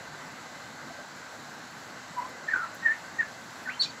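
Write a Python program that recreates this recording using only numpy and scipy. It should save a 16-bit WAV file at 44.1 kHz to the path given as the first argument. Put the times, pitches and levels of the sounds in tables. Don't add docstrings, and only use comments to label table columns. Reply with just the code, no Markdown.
import sys
import numpy as np
from scipy import signal
from scipy.fft import rfft, irfft
from scipy.io import wavfile
from scipy.ndimage import uniform_filter1d

SR = 44100
rng = np.random.default_rng(int(sys.argv[2]) if len(sys.argv) > 2 else 0)


def boost(x):
    u = np.asarray(x, float) / 20
    return 10 ** u


def waveform_to_disk(signal):
    frames = np.transpose(np.atleast_2d(signal))
    scaled = np.clip(frames, -1, 1) * 32767
    samples = np.round(scaled).astype(np.int16)
    wavfile.write(sys.argv[1], SR, samples)


N = 176400


def evened(x):
    return x / np.sqrt(np.mean(abs(x) ** 2) + 1e-20)


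def resonate(x, hz, width):
    turn = np.exp(2j * np.pi * hz * np.arange(len(x)) / SR)
    r = np.exp(-np.pi * width / SR)
    return 2 * (turn * signal.lfilter([1 - r], [1, -r], x / turn)).real


def noise_band(hz, width):
    white = rng.standard_normal(N)
    return evened(resonate(resonate(white, hz, width), hz, width))


def slow(t, lo_hz, hi_hz):
    rates = np.geomspace(lo_hz, hi_hz, num=24)
    return evened(sum(np.sin(2 * np.pi * (f * t + rng.random())) / np.sqrt(f) for f in rates))


def fade(t, start, t60):
    return -60 * np.maximum(t - start, 0) / t60


# time in seconds, level in dB.
TRAFFIC_SWELL = [(0, -46), (.1, -46.5), (.25, -44), (.42, -46.5), (.7, -47), (.9, -46), (1.1, -47),
                 (1.3, -46), (1.5, -47), (1.8, -47), (2.1, -46), (2.4, -46), (2.75, -45.5), (3.05, -45.5),
                 (3.4, -47), (3.7, -46), (4, -47)]


def traffic(t):
    s, db = np.transpose(TRAFFIC_SWELL)
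    return np.interp(t, s, db - db.mean())


# frequency in Hz, density in dB per Hz.
RUMBLE_SPECTRUM = [(18, -61), (30, -44), (53, -21.5), (130, -2.5), (250, -3), (412, -8), (560, -4),
                   (730, -34), (1230, -120)]
ROAD_SPECTRUM = [(330, -33), (560, -3), (684, -1.5), (1310, -2.5), (1550, 0.5), (1680, -3), (2030, -6.5),
                 (2330, -11), (2900, -13.5), (3770, -46), (6380, -120)]
LEAF_SPECTRUM = [(1710, -32), (2900, 0), (3340, -2.5), (3630, 0), (4150, 2.5), (5150, -3), (7310, -1.5),
                 (7760, -2.5), (8700, -23), (11300, -51), (19100, -120)]
AIR_SPECTRUM = [(5120, -32), (8700, 1), (11200, 2.5), (15500, -6)]
LAYER_EDGES_HZ = [15, 560, 2900, 8700, 15670]


def background():
    frames = N // 256 + 5
    hz = np.fft.rfftfreq(1024, 1 / SR)
    real, imag, patches = rng.standard_normal((frames, 513, 3)).T
    patches = uniform_filter1d(patches, size=10, axis=0)
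    patches = evened(uniform_filter1d(patches, size=14, axis=1))
    t = np.arange(frames) * 256 / SR
    swell = slow(t, 0.4, 3.0)
    gusts = slow(t, 2.3, 40)
    # spectrum, level in dB, movement in dB
    layers = [
        (RUMBLE_SPECTRUM, -52, 1.73 * patches + 0.15 * swell),
        (ROAD_SPECTRUM, -46, 0.85 * patches + 0.18 * swell + traffic(t)),
        (LEAF_SPECTRUM, -52.5, 0.97 * patches + 0.1 * swell + 0.23 * gusts),
        (AIR_SPECTRUM, -68, 0.6 * patches + 0.88 * swell + 0.56 * gusts),
    ]
    out = np.zeros(N)
    for k, (spectrum, level_db, moving_db) in enumerate(layers):
        f, db = np.transpose(spectrum)
        inside = (hz >= LAYER_EDGES_HZ[k]) & (hz < LAYER_EDGES_HZ[k + 1])
        colour = boost(np.interp(np.log(hz + 1), np.log(f + 1), db)) * inside
        z = (real + 1j * imag) * colour[:, None] * boost(moving_db)
        layer = signal.istft(z, nperseg=1024, noverlap=768)[1][:N]
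        out += boost(level_db) * evened(layer)
    return out


# centre in Hz, width in Hz, level in dB.
MACHINE_DRONES = [(1550, 62, -57), (2022, 106, -60), (250.5, 19.5, -63.5)]


def drones():
    t = np.arange(N) / SR
    out = np.zeros(N)
    for hz, width, db in MACHINE_DRONES:
        drift = slow(t[::64], 0.404, 3.57).repeat(64)[:N]
        out += boost(db + 1.4 * traffic(t) + 1.4 * drift) * noise_band(hz, width)
    return out


def leaf_crackle():
    per_second, level_db, low_cut_hz = 120, -78, 9000
    strength = boost(4.5 * np.minimum(rng.exponential(1, N), 4))
    clicks = strength * (rng.random(N) < per_second / SR)
    clicks = signal.lfilter(*signal.butter(2, low_cut_hz, "high", fs=SR), clicks)
    return boost(level_db) * evened(clicks)


# pitch in Hz, level in dB, 60 dB decay time in seconds.
CLAW_KNOCKS = [(615, -37.5, 0.094), (680, -38, 0.11), (602, -41, 0.14), (148, -47, 0.49),
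               (247.3, -42.5, 0.29)]
CLAW_TIMES_S = [2.462, .9, .985, .09, 3.66]


def knocks():
    t = np.arange(N) / SR
    out = np.zeros(N)
    for s, (hz, db, t60) in zip(CLAW_TIMES_S, CLAW_KNOCKS):
        swell = np.clip((t - s) / 0.0053, 0, 1)
        out += boost(db + fade(t, s, t60)) * swell * np.sin(2 * np.pi * hz * t)
    return out


def note(rows, second_db, third_db, halo_db, echo_db):
    waver_depth, halo_width, halo_lag_s, flutter_db = 0.0061, 0.5, 0.026, 4
    s, hz, db = np.transpose(rows)
    t = np.arange(round(s[0] * SR) - 900, min(round(s[-1] * SR) + 3600, N)) / SR
    waver, a, b = rng.standard_normal((3, SR // 2))[:, :len(t)]
    pitch = uniform_filter1d(np.interp(t, s, hz), size=90)
    pitch = pitch * (1 + waver_depth * evened(uniform_filter1d(waver, size=150)))
    phase = 2 * np.pi * np.cumsum(pitch) / SR
    level = uniform_filter1d(boost(np.interp(t, s, db, left=-140, right=-140)), size=60)

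    r = np.exp(-np.pi * halo_width * hz.mean() / SR)
    lag = np.exp(-1 / (halo_lag_s * SR))
    fuzz = signal.lfilter([1], [1, -r], a + 1j * b)
    fuzz = evened(signal.lfilter([1], [1, -r], fuzz))
    halo = boost(halo_db) * signal.lfilter([1 - lag], [1, -lag], level) * fuzz

    flutter = uniform_filter1d(uniform_filter1d(b, size=50), size=50)
    flutter = boost(flutter_db * evened(flutter))
    overtones = boost(second_db) * np.exp(2j * phase) + boost(third_db) * np.exp(3j * phase)
    tone = np.exp(1j * phase) + flutter * overtones
    out = np.zeros((2, N))
    out[:, round(t[0] * SR):][:, :len(t)] = np.sqrt(2) * ((level + halo) * tone).real
    return out * boost([[0], [echo_db]])


# delay in seconds, level in dB.
REFLECTIONS = [(.0043, -14.5), (0.011, -11), (0.0215, -9.5), (0.03, -9.5), (0.04, -16), (.0475, -22),
               (0.084, -23)]


def veranda(direct, feed):
    tail_db, tail_t60_s, tail_start_s, scatter_s = -10.5, 0.17, 0.012, 0.0045
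    t = np.arange(SR // 2) / SR
    tail = np.zeros(len(t))
    slots = np.arange(0, len(t) - 40, 40)
    spikes = rng.choice([-1., 1.], len(slots)) * rng.exponential(1, len(slots))
    tail[slots + rng.integers(0, 40, len(slots))] = spikes
    tail *= boost(-60 * t / tail_t60_s) * (t > tail_start_s)
    room = boost(tail_db) * tail / np.linalg.norm(tail)
    for delay, db in REFLECTIONS:
        grains = rng.standard_normal(len(t)) * rng.exponential(1, len(t)) ** 2
        cluster = grains * np.exp(-abs(t - delay) / scatter_s)
        room += boost(db) * cluster / np.linalg.norm(cluster)
    return direct + signal.fftconvolve(feed, room)[:N]


# time in seconds, pitch in Hz, level in dB. Opening blip.
OPENING_NOTE = [
    [(2.16, 1000, -48), (2.174, 1002, -34.5), (2.186, 993, -28.5), (2.202, 961, -31.5), (2.211, 958, -52),
     (2.222, 1010, -33.5), (2.238, 1005, -42), (2.256, 1010, -35), (2.272, 1004, -57)],
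]
FALLING_NOTE = [
    [(2.476, 1874, -46), (2.483, 1842, -33.5), (2.489, 1782, -23.5), (2.495, 1740, -33), (2.498, 1780, -46),
     (2.501, 1830, -32), (2.505, 1770, -39), (2.508, 1730, -32), (2.51, 1680, -46)],
    [(2.51, 1760, -42), (2.515, 1790, -24), (2.519, 1834, -40), (2.522, 1916, -28), (2.5255, 1750, -42),
     (2.528, 1620, -28), (2.532, 1640, -46)],
    [(2.532, 1650, -38), (2.538, 1589, -17.5), (2.5435, 1524, -22.5), (2.547, 1480, -39), (2.55, 1475, -27),
     (2.554, 1517, -41), (2.562, 1484, -20), (2.568, 1452, -42)],
    [(2.568, 1471, -43), (2.571, 1492, -33), (2.577, 1430, -30), (2.5825, 1413, -43), (2.586, 1405, -27),
     (2.59, 1380, -50), (2.595, 1437, -33), (2.602, 1445, -33), (2.607, 1434, -46)],
    [(2.607, 1435, -47), (2.613, 1426, -26.5), (2.616, 1375, -42), (2.621, 1340, -30), (2.625, 1340, -44),
     (2.63, 1348, -34), (2.646, 1335, -31.5), (2.652, 1293, -48), (2.66, 1320, -58)],
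]
HELD_AND_SHORT_NOTES = [
    [(2.82, 1857, -51), (2.833, 1860, -34), (2.842, 1882, -39), (2.852, 1876, -28.5), (2.864, 1826, -15.5),
     (2.8705, 1790, -21.5), (2.876, 1786, -21), (2.8822, 1757, -32)],
    [(2.8822, 1777, -31), (2.886, 1770, -20), (2.891, 1750, -26.5), (2.9, 1770, -25.5), (2.91, 1797, -21),
     (2.917, 1817, -27.5), (2.922, 1815, -23), (2.929, 1878, -37), (2.939, 1926, -48)],
    [(3.182, 1838, -52), (3.189, 1860, -31), (3.195, 1847, -23.5), (3.2015, 1864, -23),
     (3.204, 1824, -21.5), (3.212, 1772, -22.5), (3.217, 1730, -38)],
    [(3.217, 1864, -36), (3.221, 1860, -36), (3.226, 1780, -40), (3.231, 1685, -29), (3.236, 1693, -50),
     (3.243, 1764, -37), (3.248, 1750, -40), (3.254, 1705, -40), (3.262, 1715, -52)],
]
CLOSING_NOTE = [
    [(3.655, 1850, -46), (3.666, 1802, -35), (3.67, 1643, -48), (3.677, 1510, -29), (3.682, 1480, -41),
     (3.69, 1547, -28), (3.698, 1515, -42), (3.704, 1520, -31), (3.711, 1504, -55)],
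    [(3.684, 1630, -55), (3.693, 1845, -34), (3.698, 2080, -34.5), (3.703, 2490, -42), (3.712, 2410, -46),
     (3.722, 2745, -44), (3.728, 2726, -65), (3.736, 2790, -44), (3.746, 2760, -54)],
    [(3.733, 3000, -56), (3.741, 3100, -51), (3.75, 3100, -55), (3.762, 3080, -52), (3.768, 3100, -62)],
]
LAST_CHIRP = [
    [(3.79, 4280, -66), (3.797, 4345, -32), (3.8, 4310, -27), (3.8055, 4240, -23), (3.8077, 4400, -41),
     (3.81, 4440, -20), (3.817, 4500, -26.5), (3.824, 4476, -23), (3.827, 4520, -46)],
    [(3.8125, 4266, -44), (3.816, 4155, -22), (3.821, 3850, -31.5), (3.826, 3630, -34.5),
     (3.833, 3340, -48), (3.839, 3190, -62)],
    [(3.829, 2870, -62), (3.835, 2740, -57), (3.843, 2610, -52), (3.848, 2550, -62)],
    [(3.854, 2520, -57), (3.861, 2470, -40), (3.868, 2400, -51), (3.878, 2470, -60)],
]
# second overtone in dB, third overtone in dB, breathy halo in
# dB, echo feed in dB.
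PART_COLOURS = [(-26, -43, -8.5, -12), (-50, -55, -8, -1), (-51, -56, -11, -5), (-50, -53, -8, -7.5),
                (-51, -53, -7, -2), (-51, -53, -4.5, -8.5), (-53, -53, -16.5, -10),
                (-48, -55, -16.5, -7.5), (-48, -55, -12.5, -16), (-48, -55, -4, -9),
                (-34, -45, -5.5, -16), (-26, -45, -10, -3.5), (-30, -43, -9, -9), (-19, -29, -14.5, -3),
                (-9.5, -26, -9, 1), (8, -13, -5, -1), (-23, -28, -8, -4)]


def bird():
    shelf_hz, shelf_db = 7660, -16.5
    parts = OPENING_NOTE + FALLING_NOTE + HELD_AND_SHORT_NOTES + CLOSING_NOTE + LAST_CHIRP
    direct, feed = sum(note(rows, *colour) for rows, colour in zip(parts, PART_COLOURS))
    wet = rasp() + veranda(direct, feed)
    hz = np.fft.rfftfreq(N, 1 / SR)
    shelf = boost(shelf_db / (1 + np.exp((shelf_hz - hz) / 120)))
    return irfft(rfft(wet) * shelf, N)


# time in seconds, level in dB.
LEAF_TICKS = [(2.1844, -54), (2.2912, -54), (2.7462, -47.5), (3.1258, -59), (3.6311, -55)]


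def ticks():
    tick_t60_s, tail_t60_s, tail_db = 0.008, 0.12, -9
    t = np.arange(N) / SR
    shape = np.zeros(N)
    for s, db in LEAF_TICKS:
        decay = boost(db + fade(t, s, tick_t60_s)) + boost(db + tail_db + fade(t, s, tail_t60_s))
        shape += decay * np.clip((t - s) / 0.0008, 0, 1)
    return shape * noise_band(hz=12800, width=6000)


def rasp():
    start_s, rise_s, t60_s, level_db = 3.8, 0.042, 0.18, -44
    u = np.arange(N) / SR - start_s
    shape = np.clip(u / rise_s, 0, 1) * boost(level_db + fade(u, rise_s, t60_s))
    return shape * noise_band(hz=6060, width=8400)


def scene():
    return (background() + drones() + leaf_crackle() + knocks() + bird() + ticks())[None]


def top_cut(x):
    return signal.sosfilt(signal.butter(12, 15690, fs=SR, output="sos"), x)


def record(dry):
    cut = signal.lfilter(*signal.butter(2, 70, "high", fs=SR), dry)
    return top_cut(cut)


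dry = scene()
out = record(dry)
waveform_to_disk(out)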